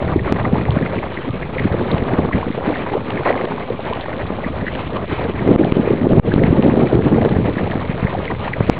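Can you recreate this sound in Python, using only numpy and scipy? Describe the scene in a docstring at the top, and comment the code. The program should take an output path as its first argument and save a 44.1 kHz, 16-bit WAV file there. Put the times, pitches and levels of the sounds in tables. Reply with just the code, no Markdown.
"""Hot-spring vents in gusty wind

Steam hisses from small vents while muddy water gurgles in their throats: bubbles ring and burst,
splash and spit droplets. Gusts buffet a little handheld microphone with lumpy low noise and rumble.
Some thumps carry a sharp click; the hardest blows overload the input and its gain control ducks."""
import sys
import numpy as np
from scipy import signal
from scipy.io import wavfile

SR = 44100
rng = np.random.default_rng(int(sys.argv[2]) if len(sys.argv) > 2 else 0)


def unload_audio(sound):
    """Save the sound as a 16-bit wav file, at the path given as the first command line argument."""
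    columns = np.transpose(np.atleast_2d(sound))
    # keep every value between -1 and 1, then stretch to whole-number steps
    steps = np.round(np.clip(columns, -1, 1) * 32767)
    wavfile.write(sys.argv[1], SR, steps.astype(np.int16))


N = 387638

# Tone of the steam: frequency_hz, density_db
STEAM_SPECTRUM = [(250, -8), (490, 0), (800, -10), (1000, 0), (1400, -10), (2050, -10), (2600, -10.5),
                  (3700, -27.5), (4600, -31.5), (5200, -38)]
# Balance of the small bubbles: pitch_hz, level_db
BUBBLE_SPECTRUM = [(300, -14), (500, -0.5), (1000, -0.5), (1400, -7.5), (2000, -0.5), (2800, -20.5),
                   (4200, -23)]
# How hard the water churns: time_s, gurgle_db
CHURN = [(0, -28), (.9, -26.5), (1.2, -31.5), (2.1, -27.5), (3.05, -28.5), (3.3, -22), (3.6, -30.5),
         (4.2, -28), (5.5, -31.5), (7.3, -27), (8.2, -28), (8.79, -30.5)]
# The loudest bubbles bursting in the vents: peak_s, level_db, pitch_hz
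BUBBLE_BURSTS = [(0.123, -15, 1023), (0.195, -22, 1890), (0.25, -23, 1970), (0.278, -16.5, 1056),
                 (0.298, -13.5, 520), (0.453, -14.5, 1170), (0.454, -18.5, 2000), (0.557, -16.5, 940),
                 (0.687, -18.5, 830), (0.774, -21.5, 1480), (0.827, -19, 1820), (0.988, -22, 2100),
                 (1.174, -18, 1950), (1.431, -18, 2060), (1.584, -17, 2130), (1.597, -15, 2100),
                 (1.723, -23, 1730), (1.917, -30, 3840), (2.29, -24, 1210), (2.314, -18, 1060),
                 (2.332, -13, 1950), (2.385, -20, 800), (2.43, -15.5, 970), (2.588, -15, 564),
                 (2.715, -19, 740), (2.742, -20, 2090), (2.758, -18, 1740), (2.87, -20, 960),
                 (2.938, -13.5, 822), (2.955, -9, 440), (2.968, -8.5, 530), (3.17, -15, 470),
                 (3.176, -19.5, 1960), (3.222, -18.5, 490), (3.296, -17, 1940), (3.306, -9.5, 485),
                 (3.379, -20, 2040), (3.444, -10.5, 398), (3.689, -21, 675), (3.705, -12, 480),
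                 (3.929, -13.5, 990), (3.977, -21.5, 644), (4.387, -20.5, 796), (4.447, -19, 1890),
                 (4.668, -16.5, 1840), (4.682, -14.5, 1800), (4.971, -19.5, 1040), (5.395, -19.5, 1970),
                 (5.552, -17, 730), (5.638, -19.5, 1750), (5.651, -13, 690), (5.85, -17, 596),
                 (6.32, -16, 1630), (6.437, -17, 1980), (6.794, -8, 518), (6.928, -11, 634),
                 (7.184, -15.5, 720), (7.46, -25, 1790), (7.584, -18.5, 1830), (7.718, -18.5, 1810),
                 (8.072, -15.5, 1900), (8.151, -12.5, 727), (8.28, -20, 2030), (8.314, -21, 1960),
                 (8.48, -17, 960), (8.537, -13, 1940)]
# Sharp treble ticks, from spitting water or coinciding with wind blows: start_s, level_db, pitch_hz
TICKS = [(0.7068, -14, 3200), (1.5973, -21, 3100), (1.9155, -14, 3760), (1.9817, -15, 2720),
         (2.3344, -23, 3040), (2.7704, -17, 2700), (3.105, -13, 2770), (3.453, -18, 3040),
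         (3.9341, -14, 2900), (4.0105, -17.5, 3580), (4.7515, -18.5, 2850), (4.9683, -17.5, 2890),
         (5.6462, -17.5, 3130), (5.722, -11, 2650), (5.905, -20.5, 2710), (6.339, -14.5, 3280),
         (6.4365, -18.5, 3000), (6.6248, -13, 2710), (6.9535, -18, 3160), (7.23, -20, 2720),
         (7.249, -20.5, 3320), (7.7112, -18, 3010), (8.2546, -15.5, 2820)]
# Rise and fall of the gusts: time_s, wind_db, rumble_db (relative to the wind)
GUST_CURVE = [(0, -21, -3.5), (0.6, -22, -0.5), (0.95, -26, -0.5), (1.2, -30, -7), (1.6, -25, 2),
              (2.1, -20, -6.5), (2.6, -26, -5.5), (3.7, -27, -11.5), (4.45, -30, 0.5), (5.1, -24.5, -5.5),
              (5.43, -26, -1), (5.47, -12.5, -20), (5.66, -17, -23), (5.69, -19, -11), (5.75, -22.5, -18),
              (5.92, -10.5, -15), (5.98, -20.5, -10.5), (6.15, -8.5, -9.5), (6.3, -16.5, -7.5),
              (6.4, -19, -3), (6.75, -9.5, -21), (6.88, -18.5, -11), (6.95, -12.5, -5), (7.27, -16.5, -14),
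              (7.31, -19.5, 0.5), (7.38, -19, -10), (7.43, -22.5, 1), (7.65, -25, -3), (8.45, -30.5, 0.5),
              (8.6, -27.5, 1.5), (8.79, -27.5, 0)]
# Body of the wind: frequency_hz, density_db
WIND_SPECTRUM = [(53, -35.5), (90, -4), (210, 2), (336, -2), (436, -2), (732, -16), (993, -33.5),
                 (1500, -42)]
# Deep rumble under the wind: frequency_hz, density_db
RUMBLE_SPECTRUM = [(12, -49.5), (24, -17.5), (78, -5), (129, -6), (160, -6.5), (210, -30)]
# The hardest single buffets on the microphone port: peak_s, level_db, pitch_hz
PORT_BUFFETS = [(0.162, -1.5, 323), (0.534, -1, 195), (0.696, -4, 129), (0.771, -2.5, 201), (0.83, -6, 177),
                (0.962, -11, 166), (1.305, -11.5, 118), (1.656, -0.5, 220), (1.718, -11, 130),
                (1.947, -4.5, 140), (2.026, -5, 181), (2.135, -7.5, 262), (2.354, -9, 160),
                (2.469, -8, 180), (2.505, -9, 240), (4.252, -15, 200), (4.465, -10.5, 226), (5.492, 1, 342),
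                (5.512, -4, 304), (5.597, -3.5, 300), (5.615, -3, 290), (5.645, -7.5, 161),
                (5.77, -1.5, 290), (5.799, -3, 220), (5.877, -4.5, 447), (5.908, -2, 410), (5.937, -3, 334),
                (6.07, 0, 338), (6.182, -1, 215), (6.443, -1, 167), (6.484, -6, 135), (6.529, 1, 278),
                (6.652, -4.5, 230), (6.798, -4, 277), (6.932, -2, 334), (6.955, -2.5, 333),
                (7.022, -18, 261), (7.069, -11, 309), (7.13, -4, 268), (7.149, -7, 242), (7.272, -9, 300),
                (7.325, -7, 170), (7.388, -2.5, 194), (7.571, -7, 220), (7.615, -11.5, 201),
                (7.757, -9.5, 273), (7.898, -6.5, 156), (8.03, -7.5, 181), (8.693, -6, 370)]
# Single-pulse thumps and pops; the loudest overload the input: peak_s, level_db, half_length_s, polarity
THUMPS = [(0.3242, 4, 0.0025, 1), (2.349, -3, 0.006, -1), (4.305, -7, 0.002, 1), (5.477, 6.5, 0.0016, 1),
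          (5.519, 3, 0.0022, -1), (5.553, -6, 0.0017, 1), (5.561, 20, 0.0021, 1),
          (5.7238, 13.5, 0.0024, -1), (6.1334, 8, 0.0025, -1), (6.1982, 36, 0.0042, 1),
          (6.34, 6, 0.0023, -1), (6.3627, 9.5, 0.0037, -1), (6.381, 2, 0.0021, -1), (6.508, 4, 0.0049, -1),
          (6.992, 1, 0.0022, -1), (7.2504, -2.5, 0.0013, 1), (7.26, -1.5, 0.0018, -1),
          (7.367, -2, 0.005, -1), (8.05, -1, 0.005, -1), (8.607, -1.5, 0.0015, 1), (8.6086, -2, 0.005, -1),
          (8.6976, 12, 0.0036, -1), (8.6987, 11, 0.0013, 1)]
# Sharp clicks on some of the thumps: start_s, jump_db, polarity
THUMP_CLICKS = [(0.3247, -2, -1), (5.4783, -19, -1), (5.5177, -30, 1), (6.198, -27, -1), (6.3621, -22, 1),
                (6.505, -26.5, 1), (7.2591, -21, 1), (8.6985, -3, 1)]


def steam():
    """Steam escapes the vents as a fluttering midrange hiss."""
    return from_db(-32.5) * patchy_noise(STEAM_SPECTRUM, shared_db=3.0, own_db=2.5, flicker_hz=17.9)


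def steam_top():
    """A narrow, steady band of noise gives the hiss its smooth top."""
    return from_db(-54) * rms_one(ring(rng.standard_normal(N), hz=3400, t60_s=0.0056))


def gurgle(level_db, bubbles_per_s=650, ring_cycles=18.0):
    """Small bubbles come in splashy clusters, each ringing briefly at its own pitch."""
    sizes = from_db(3.4 * np.minimum(rng.exponential(1, N), 3)) * rng.choice([-1, 1], N)
    clustering = from_db(5.0 * drift(11.0) + 5.0 * drift(30.0))
    born = rng.random(N) < bubbles_per_s * clustering / SR
    pitches = np.geomspace(300, 4200, 24)
    pitch_index = rng.integers(0, len(pitches), N)
    bubbles = np.zeros(N)
    for k, hz in enumerate(pitches):
        clicks = sizes * born * (pitch_index == k)
        bubbles += from_db(at_hz(BUBBLE_SPECTRUM, hz)) * ring(clicks, hz, ring_cycles / hz)
    return from_db(level_db) * rms_one(bubbles)


def bursts():
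    """Each loud bubble bursts with a quick rising blip."""
    return blips(BUBBLE_BURSTS, cycles=10.05, length_range_s=(.0037, .0105), rise=0.14, skew=0.451)


def splashes(attack_s=0.0056, below_burst_db=12.86):
    """Each burst throws up water: a longer puff of noise around its pitch."""
    out = np.zeros(N)
    t = np.arange(int(0.076 * SR)) / SR
    envelope = t / attack_s * np.exp(1 - t / attack_s)
    for peak_s, level_db, hz in BUBBLE_BURSTS:
        band = signal.butter(2, [hz / 1.16, hz * 1.16], "band", fs=SR)
        spray = rms_one(signal.lfilter(*band, rng.standard_normal(len(t))))
        add(out, peak_s - .008, from_db(level_db - below_burst_db) * envelope * spray)
    return out


def spit(drops_per_s=90):
    """Spat droplets make a fine, bright random patter."""
    born = rng.random(N) < drops_per_s / SR
    sizes = from_db(5.0 * np.minimum(rng.exponential(1, N), 2.2)) * rng.choice([-1, 1], N)
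    drops = from_db(-58.5) * rms_one(born * sizes)
    return ring(drops, hz=3650, t60_s=0.0032) - ring(drops, hz=2380, t60_s=0.0023)


def ticks(t60_s=.004):
    """Sharp treble ticks ring briefly, from spitting water or coinciding with wind blows."""
    out = np.zeros(N)
    click = signal.unit_impulse(int(2 * t60_s * SR))
    for start_s, level_db, hz in TICKS:
        add(out, start_s, from_db(level_db) * ring(click, hz, t60_s))
    return out


def wind(wind_db, rumble_db):
    """Eddies at the microphone port: lumpy low noise over a deeper rumble, plus single buffets."""
    lumps = patchy_noise(WIND_SPECTRUM, shared_db=4.0, own_db=2.0, flicker_hz=27.0)
    rumble = patchy_noise(RUMBLE_SPECTRUM, shared_db=2.0, own_db=1.0, flicker_hz=13.0)
    flow = lumps + from_db(rumble_db) * rumble
    pressure = flow * np.abs(flow) ** 0.13   # grows faster than air speed, so crests are sharp
    buffets = blips(PORT_BUFFETS, cycles=2.06, length_range_s=(.009, .026), rise=0.075, skew=.6)
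    return from_db(wind_db) * pressure + buffets


def thumps():
    """Each push or pull on the diaphragm is one bell-shaped pulse between two smaller opposite swings."""
    out = np.zeros(N)
    for peak_s, level_db, half_s, polarity in THUMPS:
        lobe = np.sign(polarity) * np.exp(-2 * np.linspace(-3.5, 3.5, int(2 * half_s * SR)) ** 2)
        start_s = peak_s - half_s
        add(out, start_s, from_db(level_db) * lobe)
        for shift, swing_db in ((-0.7743, -10.5), (0.6351, -5)):   # just before, just after
            add(out, start_s + shift * half_s, -from_db(swing_db + min(level_db, 0)) * lobe)
    return out


def thump_clicks(decay_s=0.00025, edge_hz=3550):
    """Sharp clicks on some of the thumps: a jump that dies away fast, its edge a little dull."""
    jumps = np.zeros(N)
    for start_s, jump_db, polarity in THUMP_CLICKS:
        add(jumps, start_s, np.sign(polarity) * from_db([jump_db]))
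    decaying = signal.lfilter([1], [1, -np.exp(-1 / (decay_s * SR))], jumps)
    return signal.lfilter(*signal.butter(2, edge_hz, fs=SR), decaying)


def gain_control(x, threshold_db=5, attack_s=0.00053, release_db_per_s=470):
    """The gain ducks a moment after a hard blow, then recovers at a steady rate."""
    over_db = np.maximum(20 * np.log10(np.abs(x) + 1e-9) - threshold_db, 0)
    ramp_db = release_db_per_s * np.arange(N) / SR
    held_db = np.maximum.accumulate(over_db + ramp_db, axis=1) - ramp_db
    pole = np.exp(-1 / (attack_s * SR))
    duck_db = signal.lfilter([1 - pole], [1, -pole], held_db)
    return x * from_db(-duck_db)


def circuit_noise(x, fizz_edge_hz=9100, whine_hz=12000):
    """The circuit adds a faint fizz that swells with loud sound, and a thin steady whine."""
    swell = 1 + from_db(19.5) * np.abs(x)
    fizz = signal.lfilter(*signal.butter(1, fizz_edge_hz, fs=SR), swell * rng.standard_normal(x.shape))
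    whine = np.sqrt(2) * np.sin(2 * np.pi * whine_hz * np.arange(N) / SR)
    return from_db(-89.5) * fizz + from_db(-90) * whine


def blips(rows, cycles, length_range_s, rise, skew):
    """One short, randomly stretched tone a row: it swells, peaks on cue and fades, gliding upward."""
    out = np.zeros(N)
    for (peak_s, level_db, hz), (phase, stretch) in zip(rows, rng.random((len(rows), 2))):
        length_s = np.clip(cycles / hz, *length_range_s) * (0.753 + 0.49 * stretch)
        t = np.arange(int(length_s * SR)) / SR
        envelope = np.sin(np.pi * (t / length_s) ** skew) ** 2
        turns = phase + hz * t * (1 + rise * (t / length_s - .7))
        attack_s = .5 ** (1 / skew) * length_s
        add(out, peak_s - attack_s, from_db(level_db) * envelope * np.sin(2 * np.pi * turns))
    return out


def patchy_noise(spectrum, shared_db, own_db, flicker_hz):
    """Third-octave bands of noise that flicker partly together, partly alone; rms 1."""
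    bottom_hz, top_hz = spectrum[0][0], spectrum[-1][0]
    edges = bottom_hz * 2 ** np.arange(0, np.log2(top_hz / bottom_hz) + .34, 1 / 3)
    together = drift(flicker_hz)
    white = rng.standard_normal((2, N))
    out = np.zeros(N)
    for k, (low, high) in enumerate(zip(edges, edges[1:])):
        band = signal.sosfilt(signal.butter(2, [low, high], "band", fs=SR, output="sos"), white[k % 2])
        flicker_db = shared_db * together + own_db * drift(flicker_hz)
        out += band * from_db(at_hz(spectrum, np.sqrt(low * high)) + flicker_db)
    return rms_one(out)


def drift(rate_hz):
    """A smooth random wobble, rms about 1."""
    hop, warm_up = 20, 2000
    pole = np.exp(-2 * np.pi * rate_hz * hop / SR)
    white = rng.standard_normal(N // hop + warm_up + 2)
    slow = signal.lfilter([1], [1, -2 * pole, pole * pole], white)[warm_up:]
    return np.interp(np.arange(N) / hop, np.arange(len(slow)), rms_one(slow))


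def ring(clicks, hz, t60_s):
    """A resonator: a unit click sets off a decaying sine of height 1."""
    r, w = from_db(-60 / (t60_s * SR)), 2 * np.pi * hz / SR
    return signal.lfilter([0, np.sin(w)], [1, -2 * r * np.cos(w), r * r], clicks + 1e-18)


def at_hz(spectrum, hz):
    """Read a spectrum's level on a log-frequency axis."""
    frequencies, levels_db = np.transpose(spectrum)
    return np.interp(np.log(hz), np.log(frequencies), levels_db)


def in_time(rows):
    """A table's level curves at every sample."""
    times_s, *curves = np.transpose(rows)
    return [np.interp(np.arange(N) / SR, times_s, curve) for curve in curves]


def add(out, start_s, sound):
    """Mix a short sound in on cue."""
    i = round(start_s * SR)
    out[i:i + len(sound)] += sound[:N - i]


def from_db(db):
    """Decibels to gain."""
    return 10 ** (np.asarray(db) / 20)


def rms_one(x):
    """Scale to rms 1."""
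    return x / np.sqrt(np.mean(x ** 2) + 1e-20)


def scene():
    """Wind and hot spring meet at one microphone."""
    gusts = wind(*in_time(GUST_CURVE))
    spring = steam() + spit() + steam_top() + bursts() + splashes() + gurgle(*in_time(CHURN))
    return (spring + ticks() + gusts + thumps())[None]


def record(dry):
    """The handheld chain ducks, saturates, cuts the treble, clicks, clips and adds its own noise."""
    ducked = gain_control(dry)
    ceiling, knee, dc_offset = .92, 4.0, -.0173
    saturated = ducked / (1 + np.abs(ducked / ceiling) ** knee) ** (1 / knee)   # soft preamp overload
    band_edge_hz, cutoff_hz = 5780, 15500
    dulled = signal.sosfilt(signal.cheby2(10, 65, band_edge_hz, fs=SR, output="sos"), saturated)
    clipped = np.clip(dulled + thump_clicks() + dc_offset, -.95, .95)
    noisy = clipped + circuit_noise(dulled)
    return signal.sosfilt(signal.cheby2(12, 70, cutoff_hz, fs=SR, output="sos"), noisy)


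dry = scene()
out = record(dry)
unload_audio(out)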